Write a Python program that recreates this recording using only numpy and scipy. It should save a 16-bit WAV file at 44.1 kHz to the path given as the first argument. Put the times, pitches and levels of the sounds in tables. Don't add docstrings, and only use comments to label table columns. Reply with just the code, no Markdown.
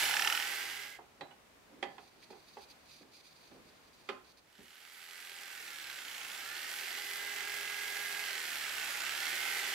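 import sys
import numpy as np
from scipy import signal
from scipy.fft import rfft, irfft, next_fast_len
from scipy.io import wavfile
from scipy.ndimage import uniform_filter1d, map_coordinates

SR = 44100
rng = np.random.default_rng(int(sys.argv[2]) if len(sys.argv) > 2 else 0)


def natural_amplitude(level_db):
    exponent = np.asarray(level_db, float) / 20
    return 10 ** exponent


def store_wav(level_fs):
    pcm = np.round(np.clip(np.atleast_2d(level_fs), -1, 1) * 32767)
    wavfile.write(sys.argv[1], SR, pcm.T.astype(np.int16))


N = 429534
SIZE = next_fast_len(N + SR)
FREQ = np.maximum(np.arange(SIZE // 2 + 1) * SR / SIZE, 1)
TIME = np.arange(N) / SR

# (frequency [Hz], level [dB per Hz])
AIR = [(21, -41), (35, -10), (58, -5.5), (90, -7.5), (238, -5.5), (350, -6.5), (475, -7.5), (663, -7.5),
       (1050, -9), (1320, -10.5), (2150, -12), (2380, -13), (3000, -15.5), (4630, -19), (15800, -29.5)]
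# (frequency [Hz], level [dB])
LAMP = (13550, -90)
# (frequency [Hz], left minus right [dB], share heard alike [0-1])
PORTS = [(100, -.7, .85), (300, -2.7, .95), (800, -4.5, .93), (2000, -8, .74), (3500, -5, .62),
         (7000, -2, .62), (14000, 0, .6)]
# (loudest time [s], level [dB], rise [dB per s])
RUBS = [(1.23, -60, 400), (1.74, -54.5, 264), (1.87, -54, 400), (2.22, -68, 200), (2.31, -60, 1500),
        (3.035, -61, 264), (3.52, -57, 2000), (3.56, -63, 400), (4.6, -60, 600)]
# (time [s], length [s], rasp level [dB])
TURNS = [(1.9, 1.8, -65), (1.995, 0.098, -66), (2.201, 0.046, -66), (2.303, 0.022, -55), (2.46, 0.16, -66),
         (2.578, 0.07, -61), (2.683, 0.042, -56), (2.746, 0.1, -73), (2.854, 0.18, -59),
         (3.113, 0.099, -60), (3.231, 0.1, -57), (3.355, 0.21, -68), (3.66, 0.23, -65), (3.928, 0.23, -63),
         (4.241, 0.08, -61.5), (4.368, 0.028, -62)]
# (frequency [Hz], width [Hz], level [dB])
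THREAD = [(2480, 350, 4), (4190, 1600, 5), (4550, 500, 0.5), (5840, 670, 0), (9600, 750, -3),
          (12600, 4000, -10.5)]
# (time [s], peak [dB], loudest ring [Hz], treble share [dB], vice share [dB])
KNOCKS = [(0.986, -44.5, 795, -36, 3), (1.208, -34.5, 680, -11, -7.5), (1.31, -48.5, 840, -12, -6),
          (1.826, -30, 720, -4.5, -2), (1.98, -41, 820, -11, -7), (2.226, -56, 2480, -8, -12),
          (2.302, -48.5, 450, -12, 2), (2.324, -48, 800, -11, 2), (2.364, -58, 880, -14, 0),
          (2.568, -41.5, 776, -13, 2.5), (3.029, -56, 347, -12, -2), (3.512, -53, 398, -11, 6.5),
          (4.088, -30.5, 1220, -6.5, 0.5), (4.587, -47.5, 218, -14, -3.5)]
# (frequency [Hz], width [Hz], level [dB])
VICE = [(263, 53, 3.5), (405, 101, 12.5), (564, 196, 7.5), (768, 220, 6), (1020, 120, -31)]
# (frequency [Hz], width [Hz], level [dB])
HANDLE = [(1760, 150, 9), (2024, 440, 9), (2360, 540, 5.5), (3180, 580, 5), (3940, 270, -3),
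          (4270, 460, -2), (6840, 1100, -13)]
CHIMES = [
    (1.209, -46, [(540, -4, .06), (797, -5, .26), (1658, -14, .3), (1900, -3, .06), (2073, -18, .25), (2460, -14, .1), (3600, -6, .04), (3960, -9, .22), (4400, -10, .04)]),
    (1.31, -58, [(1500, -2, .06), (2930, 0, .1)]),
    (1.826, -42, [(361, -6, .4), (802, 0, .25), (1114, -14, .3), (1750, -10, .3), (2449, -12, .2), (3144, -13, .25), (3350, -2, .05), (3700, -8, .05), (4549, -17, .4)]),
    (4.089, -41, [(366, -12, .3), (533, -4, .15), (1040, -6, .3), (1238, 0, .08), (2110, -17, .2), (2455, -12, .3), (2923, -16, .2), (3700, -16, .15), (4600, -18, .15)]),
]
# (time [s], level [dB], frequency [Hz], 60 dB decay [s])
THUDS = [(1.21, -62, 151, 0.44), (1.826, -64, 168, 0.25), (4.089, -62, 196.6, .3), (4.6, -71, 70.6, 0.63)]
# (time [s], shaft speed headed for [turns per s], time to close 63% of the gap [s])
TRIGGER = [
    (0, 325, 1),
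    (.14, 421, .35),
    (1.04, 60, 1.6),
    (4.115, 401, .25),
    (5.44, 60, 1.6),
    (6.27, 409.5, .265),
    (8.25, 60, 1.5),
    (8.98, 402, .26),
]
# (time [s], change [percent])
SURGE = [(5.4, 0), (5.6, -.25), (5.78, 0), (6.05, .55), (6.24, .2), (6.36, .8), (6.5, .2), (6.62, -.4),
         (6.85, -.5), (7.08, 0), (7.4, .1), (7.9, -.15), (8.2, 0), (8.28, .25), (8.42, -.25), (8.76, .75),
         (8.92, .45), (9.1, 1.4), (9.24, .7), (9.48, -.35), (9.74, -.9)]
# (time [s], level [dB])
NEARER = [(0, 1), (.5, -2.5), (5, -0.5), (6.2, 0.5), (7.6, -1), (8.6, -1.5), (9.3, 0), (9.74, -0.5)]
# (time [s], level [dB])
FACING = [
    [(0, -10), (.3, -3), (.6, -1), (1.04, -4)],
    [(4.4, -10), (5, -5), (5.9, -1), (6.4, -2), (6.75, -5), (7.2, 0), (8.3, -1), (9, -2), (9.74, -1)],
]
# (frequency [Hz], level [dB per Hz])
HOUSING = [(59, -56), (100, -24.5), (140, -31), (219, -23.5), (379, -13), (478, -15.5), (800, -13.5),
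           (1010, -14.5), (1440, -5.5), (2050, -1), (2280, -2.5), (3320, -6.5), (6070, -11.5), (7000, -11),
           (9100, -19), (15400, -120)]
# (frequency [Hz], width [Hz], level [dB])
RINGS = [(776, 290, 4.5), (1480, 220, 1), (2200, 200, 0.5), (3290, 180, 2.5)]
# (frequency [Hz], level [dB per Hz])
FAN = [(2600, -26), (4500, -7.5), (6400, -15), (7100, -8.5), (10200, -5), (12700, -4), (14600, -9.5),
       (15700, -15)]
# (multiple of shaft speed, level [dB], best radiated [Hz], width [Hz])
WHINE = [(1, -19, 405, 50), (2, -24, 815, 70), (4, -8.5, 1640, 300), (5, -9, 1950, 900)]
# (multiple of shaft speed, level [dB], best radiated [Hz], width [Hz])
BARS = [(12, -16, 4500, 1400), (24, -13, 7000, 1300), (36, -14.5, 13200, 7000), (48, -15, 14500, 2400)]
# (time [s], fourth multiple [dB], fifth multiple [dB], sole-plate buzz [dB])
MESH = [
    [(0, -8, 7, -15), (.25, 6, 6, -18), (.4, 3, 4, -15), (.7, -3, 1, -11), (1.04, 11, 6, 0)],
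    [(4.4, 2, -8, -23), (5.1, -4, 3, -25), (5.4, 0, 2, -18), (5.65, 3, -1, -20), (5.9, -3, 5, -28),
     (6.15, 0, -4, -26), (6.5, 6, 5, -24), (6.8, -2, -1, -12), (6.97, -6, 5, -13), (7.2, 0.5, 5.5, -19),
     (7.6, 3, 3.5, -13), (8.2, 5, 0.5, -9), (8.45, -1, 0, -18), (8.8, 1, 1, -24), (9.1, 4, 2, -15),
     (9.4, 2.5, -1, -7), (9.74, -2, 3, -11)],
]
# (time [s], twelfth multiple [dB], thirty-sixth multiple [dB])
BRUSHES = [
    [(0, -2, -3), (.4, 2, 3), (.75, 4, 3), (1.04, -2, -2)],
    [(4.4, 3, 2), (5.1, 7, 2), (5.3, 0, 0), (5.55, 0, 3), (6, -6, 0), (6.45, 2, 3), (6.8, 6, 7),
     (7.05, 0, 5), (7.35, -9, 6), (7.7, -8, -2), (8.2, -2, -5), (8.5, -5, 0), (8.8, -7, 2), (9.2, -6, -2),
     (9.74, -7, -7)],
]
# (frequency [Hz], width [Hz])
PLATE = (2070, 160)
# (multiple of stroke rate, level [dB])
SHAKE = [(1, -41), (2, -42), (3, -41), (4, -44), (5, -40.5), (6, -40.5), (7, -41), (8, -39.5)]
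# (frequency [Hz], width [Hz], level [dB])
BENCH = (108, 12, 10)
# (time [s], bite over the housing [dB])
BITE = [
    [(0, -10), (.08, -4), (.2, 0), (.33, -1), (.43, -6), (.55, -11), (1.04, -13)],
    [(4.4, -16), (6.3, -16), (7.5, -16), (9, -16), (9.74, -15)],
]
# (frequency [Hz], width [Hz], level [dB])
BLADE = [(1466, 370, -0.5), (1760, 300, 4), (2820, 1080, 1), (5520, 780, -2.5), (6560, 1500, -10.5)]
# (time [s], place in the stroke [0-1], upper end [dB], lower end [dB], over the housing)
CLACKS = [
    [(0, .11, -13, -14), (.25, .13, -8, -13), (.4, .13, -10, -13), (.6, .14, -12, -10),
     (1.04, .15, -14, -11)],
    [(4.4, .965, -6, -9), (5.6, .965, -8, -12), (6.2, .99, -9, -10), (6.6, .99, -9.5, -11),
     (7.3, .97, -9, -15), (8.2, .96, -9, -16), (8.5, .98, -8, -11), (9, .99, -9, -11),
     (9.74, .99, -10.5, -15)],
]
# (frequency [Hz], width [Hz], level [dB])
YOKE = [(1660, 840, -2), (2900, 2400, 1), (4210, 2200, -1.5), (7900, 1800, -1.5), (11500, 6500, -4)]

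STROKES_PER_TURN = 5 / 46
FULL_HZ = 400


def unit(x):
    return x / np.sqrt(np.mean(x ** 2))


def noise():
    return rng.standard_normal((3, N))


def walk(rate):
    k = int(SR / rate)
    steps = np.repeat(rng.standard_normal(N // k + 1), k)
    return 1.32 * uniform_filter1d(uniform_filter1d(steps, k), k)[:N]


def ramp(start, length):
    return np.clip((TIME - start) / length, 0, 1)


def play(tables, k, silent=-120):
    out = np.full(N, float(silent))
    for rows in map(np.array, tables):
        inside = (TIME >= rows[0, 0]) & (TIME <= rows[-1, 0])
        out[inside] = np.interp(TIME[inside], rows[:, 0], rows[:, k])
    return out


def along(table, k=1):
    rows = np.array(table)
    return np.interp(np.log(FREQ), np.log(rows[:, 0]), rows[:, k])


def shape(x, gain):
    return irfft(rfft(x, SIZE) * gain, SIZE)[..., :N]


def ring(hz, width):
    return 1 / (1 + 1j * (FREQ / hz - hz / FREQ) * hz / width)


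def rings(modes):
    return sum(natural_amplitude(db) * ring(f, w) ** 2 for f, w, db in modes)


def background_gain():
    fade_s, under_saw_db = 0.99, -8.5
    up = ramp(0, fade_s) - ramp(4.25, fade_s / 2)
    return natural_amplitude(under_saw_db) + (1 - natural_amplitude(under_saw_db)) * up


def room_tail(t60):
    t = np.arange(SR // 2) / SR
    echo = rng.standard_normal((2, len(t))) * np.exp(-np.log(1000) * t / t60)
    return rfft(echo / np.sqrt(np.sum(echo ** 2, axis=1, keepdims=True)), SIZE)


def air():
    mid, side = shape(rng.standard_normal((2, N)), natural_amplitude(along(AIR)))
    side = shape(side, FREQ / (FREQ + 120))
    return unit(np.array([mid + side, mid - side])) * natural_amplitude(-63 + 0.8 * walk(3.7))


def lamp():
    hz, db = LAMP
    return natural_amplitude(db) * np.sin(2 * np.pi * hz * TIME)


def shuffle():
    trim_db, rustle_db, fall_db_s = -2, -77.5, 148
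    rub = unit(shape(noise() * natural_amplitude(4.3 * walk(40)), ring(300, 350) ** 2))
    level = natural_amplitude(rustle_db) * background_gain()
    for s, db, rise_db_s in RUBS:
        level = level + natural_amplitude(db - np.maximum((s - TIME) * rise_db_s, (TIME - s) * fall_db_s))
    return rub * natural_amplitude(trim_db) * level


def screw():
    trim_db, edge_s = -6.5, 0.0052
    grains = noise() * natural_amplitude(2 * walk(150) + 2 * walk(29.83))
    level = sum(natural_amplitude(db) * (ramp(s, edge_s) - ramp(s + length, edge_s)) for s, length, db in TURNS)
    return unit(shape(grains, rings(THREAD))) * natural_amplitude(trim_db) * level


def knocks():
    crack_ms, tail_db, handle_db, trim_db = 7, -7, 9, -10
    low_t60_s, high_t60_s = 0.32, 0.32 * 0.37
    low, high, own = np.zeros((3, 3, N + SR))
    t = np.arange(SR // 2) / SR
    crack = np.exp(-t * 1000 / crack_ms)
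    for s, db, hz, treble_db, vice_db in KNOCKS:
        at = slice(int(s * SR), int(s * SR) + len(t))
        grain = rng.standard_normal((3, len(t))) * natural_amplitude(db) * np.minimum(t * 700, 1)
        slow = grain * (crack + natural_amplitude(tail_db - 60 * t / low_t60_s))
        quick = grain * (crack + natural_amplitude(tail_db - 60 * t / high_t60_s))
        low[:, at] += natural_amplitude(vice_db) * slow
        high[:, at] += natural_amplitude(treble_db + handle_db) * quick
        peak = signal.iirpeak(hz, 1.8, SR)
        own[:, at] += signal.lfilter(*peak, signal.lfilter(*peak, slow)) / np.sqrt(hz / SR)
    vice, handle = rings(VICE), rings(HANDLE)
    struck = shape(low, vice / np.std(vice)) + shape(high, handle / np.std(handle))
    return natural_amplitude(trim_db) * (struck + own[:, :N])


def chimes():
    flutter_db, longest_s = 3, 0.4
    out = np.zeros((3, N))
    thuds = [(s, db, [(hz, 0, t60)]) for s, db, hz, t60 in THUDS]
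    for s, db, modes in CHIMES + thuds:
        first = int(s * SR)
        t = np.arange(min(SR, N - first)) / SR
        for hz, mode_db, t60 in modes:
            start = 2 * np.pi * rng.random((3, 1))
            decay_s = np.clip(t60, .02, max(longest_s, 100 / hz))
            level = natural_amplitude(db + mode_db - 60 * t / decay_s) * np.minimum(t * hz, 1)
            out[:, first:first + len(t)] += level * np.sin(2 * np.pi * hz * t + start)
    return out * natural_amplitude(flutter_db * walk(160))


def speed():
    hz, now = np.zeros(N), TRIGGER[0][1]
    ends = [row[0] for row in TRIGGER[1:]] + [N / SR]
    for (s, goal, settle), end in zip(TRIGGER, ends):
        hz = np.where(TIME >= s, goal + (now - goal) * np.exp(-(TIME - s) / settle), hz)
        now = goal + (now - goal) * np.exp(-(end - s) / settle)
    return hz * (1 + np.interp(TIME, *zip(*SURGE)) / 100)


def saw_gain(hz):
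    first = natural_amplitude(-34) * (1 - ramp(0, 0.99)) ** 0.76
    second = natural_amplitude(-39) * ramp(4.408, 5.49) ** 0.85
    louder_db = 1.5 * np.log2(hz / FULL_HZ)
    return (first + second) * natural_amplitude(np.interp(TIME, *zip(*NEARER)) + louder_db)


def worn_teeth(strokes):
    teeth = signal.lfilter([1], [1, -.9], rng.standard_normal((500, 1024)), axis=0)
    return unit(map_coordinates(teeth, [strokes, strokes % 1 * 1023], order=1))


def gear_clatter(strokes, worn):
    repeat, sag_db = 0.072, 2.5
    clatter = np.sqrt(repeat) * worn + np.sqrt(1 - repeat) * noise()
    body = natural_amplitude(along(HOUSING)) * (1 + sum((natural_amplitude(db) - 1) * ring(f, w) for f, w, db in RINGS))
    housing = unit(shape(clatter * natural_amplitude(0.15 * walk(9.9) + 0.83 * walk(180)), body))
    return housing * natural_amplitude(sag_db * (.5 - (strokes - play(CLACKS, 1, 0)) % 1))


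def clacks(strokes, worn):
    decay_ms, scatter_db, slack = 1.3, 1.3, .012
    place = 2 * (strokes - play(CLACKS, 1, 0)) + 2
    end = np.round(place).astype(int)
    size, late = rng.standard_normal((1000, 2)).T
    hit = np.diff((place - 2 * slack * late[end]) // 1, prepend=0) > 0
    end_db = np.where(end % 2, play(CLACKS, 3), play(CLACKS, 2))
    force = hit * natural_amplitude(scatter_db * size[end] + end_db)
    decay = signal.lfilter([1], [1, -np.exp(-1000 / decay_ms / SR)], force)
    yoke = rings(YOKE)
    tick = shape((0.5 * worn + 0.59 * noise()) * decay, yoke)
    return tick * np.sqrt(50 / decay_ms / np.mean(np.abs(yoke) ** 2))


def bite_pulse(place):
    scatter_db, width = 1.8, .07
    size = natural_amplitude(scatter_db * rng.standard_normal(500))[place.astype(int)]
    return size * np.exp(-((place % 1 - .5) / width) ** 2 / 2)


def blade_cut(pulse, worn):
    return unit(shape((worn + .5 * noise()) * pulse, rings(BLADE)))


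def plank_boom(place):
    return natural_amplitude(-8) * unit(shape(noise() * np.cos(np.pi * place) ** 2, ring(828, 83)))


def fan_hiss(hz):
    fan = unit(shape(noise() * natural_amplitude(1.0 * walk(10) + 1.04 * walk(150)), natural_amplitude(along(FAN))))
    return natural_amplitude(-5 + 2 * np.log2(hz / FULL_HZ)) * fan


def shaft_tone(hz, turns, multiple, db, best_hz, width_hz):
    pitch = multiple * hz
    radiated = (pitch < .4 * SR) / np.hypot(1, 2 * (pitch - best_hz) / width_hz)
    return natural_amplitude(db + .8 * walk(28)) * radiated * np.sin(2 * np.pi * multiple * turns)


def motor_whine(hz, turns, place):
    throb = 1 - 0.12 * (np.cos(2 * np.pi * place) + .5 * np.cos(4 * np.pi * place))
    mesh = [1, 1, natural_amplitude(play(MESH, 1)), natural_amplitude(play(MESH, 2))]
    brush = [natural_amplitude(play(BRUSHES, 1)), 1, natural_amplitude(play(BRUSHES, 2)), 1]
    gears = sum(gain * shaft_tone(hz, turns, *row) for gain, row in zip(mesh, WHINE))
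    brushes = sum(gain * shaft_tone(hz, turns, *row) for gain, row in zip(brush, BARS))
    return natural_amplitude(play(FACING, 1)) * (throb * gears + brushes)


def plate_buzz():
    return natural_amplitude(play(MESH, 3)) * unit(shape(noise(), ring(*PLATE) ** 2))


def bench_shake(strokes):
    shake = sum(natural_amplitude(db + 2.5 * walk(6.4)) * np.sin(2 * np.pi * k * strokes + k * k) for k, db in SHAKE)
    hz, width, db = BENCH
    return shape(shake, 1 + natural_amplitude(db) * ring(hz, width))


def jigsaw():
    hz = speed()
    turns = np.cumsum(hz) / SR + .001 * walk(40)
    strokes = turns * STROKES_PER_TURN + 1
    place = strokes - .945 + .5
    worn = worn_teeth(strokes)
    bite, pulse = natural_amplitude(play(BITE, 1)), bite_pulse(place)
    gears = gear_clatter(strokes, worn) / np.hypot(1, bite) + clacks(strokes, worn) + plate_buzz()
    wood = bite * (blade_cut(pulse, worn) + plank_boom(place))
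    whine = motor_whine(hz, turns, place) * (1 + 2.1 * bite * pulse) / (1 + bite)
    shake = bench_shake(strokes) / (1 + bite)
    return saw_gain(hz) * (gears + wood + fan_hiss(hz) + whine + shake)


def scene():
    near = jigsaw() + knocks() + chimes() + screw() + shuffle()
    alike = np.clip(along(PORTS, 2), 0, 1)
    room = natural_amplitude(-7.5) * room_tail(0.34) / np.hypot(1, FREQ / 4000)
    lag_s = 2.3e-5 * np.array([[-.5], [.5]])
    lean = natural_amplitude(np.outer([.5, -.5], along(PORTS))) * np.exp(2j * np.pi * FREQ * lag_s)
    heard = shape(near[0], (alike + room) * lean) + shape(near[1:], np.sqrt(1 - alike ** 2) * lean)
    return heard + background_gain() * air() + lamp()


def low_pass(x):
    return signal.sosfilt(signal.butter(12, 16120, fs=SR, output="sos"), x)


def record(dry):
    top = signal.ellip(8, .2, 60, 15650, fs=SR, output="sos")
    mix = signal.sosfilt(top, dry)
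    return low_pass(mix)


dry = scene()
out = record(dry)
store_wav(out)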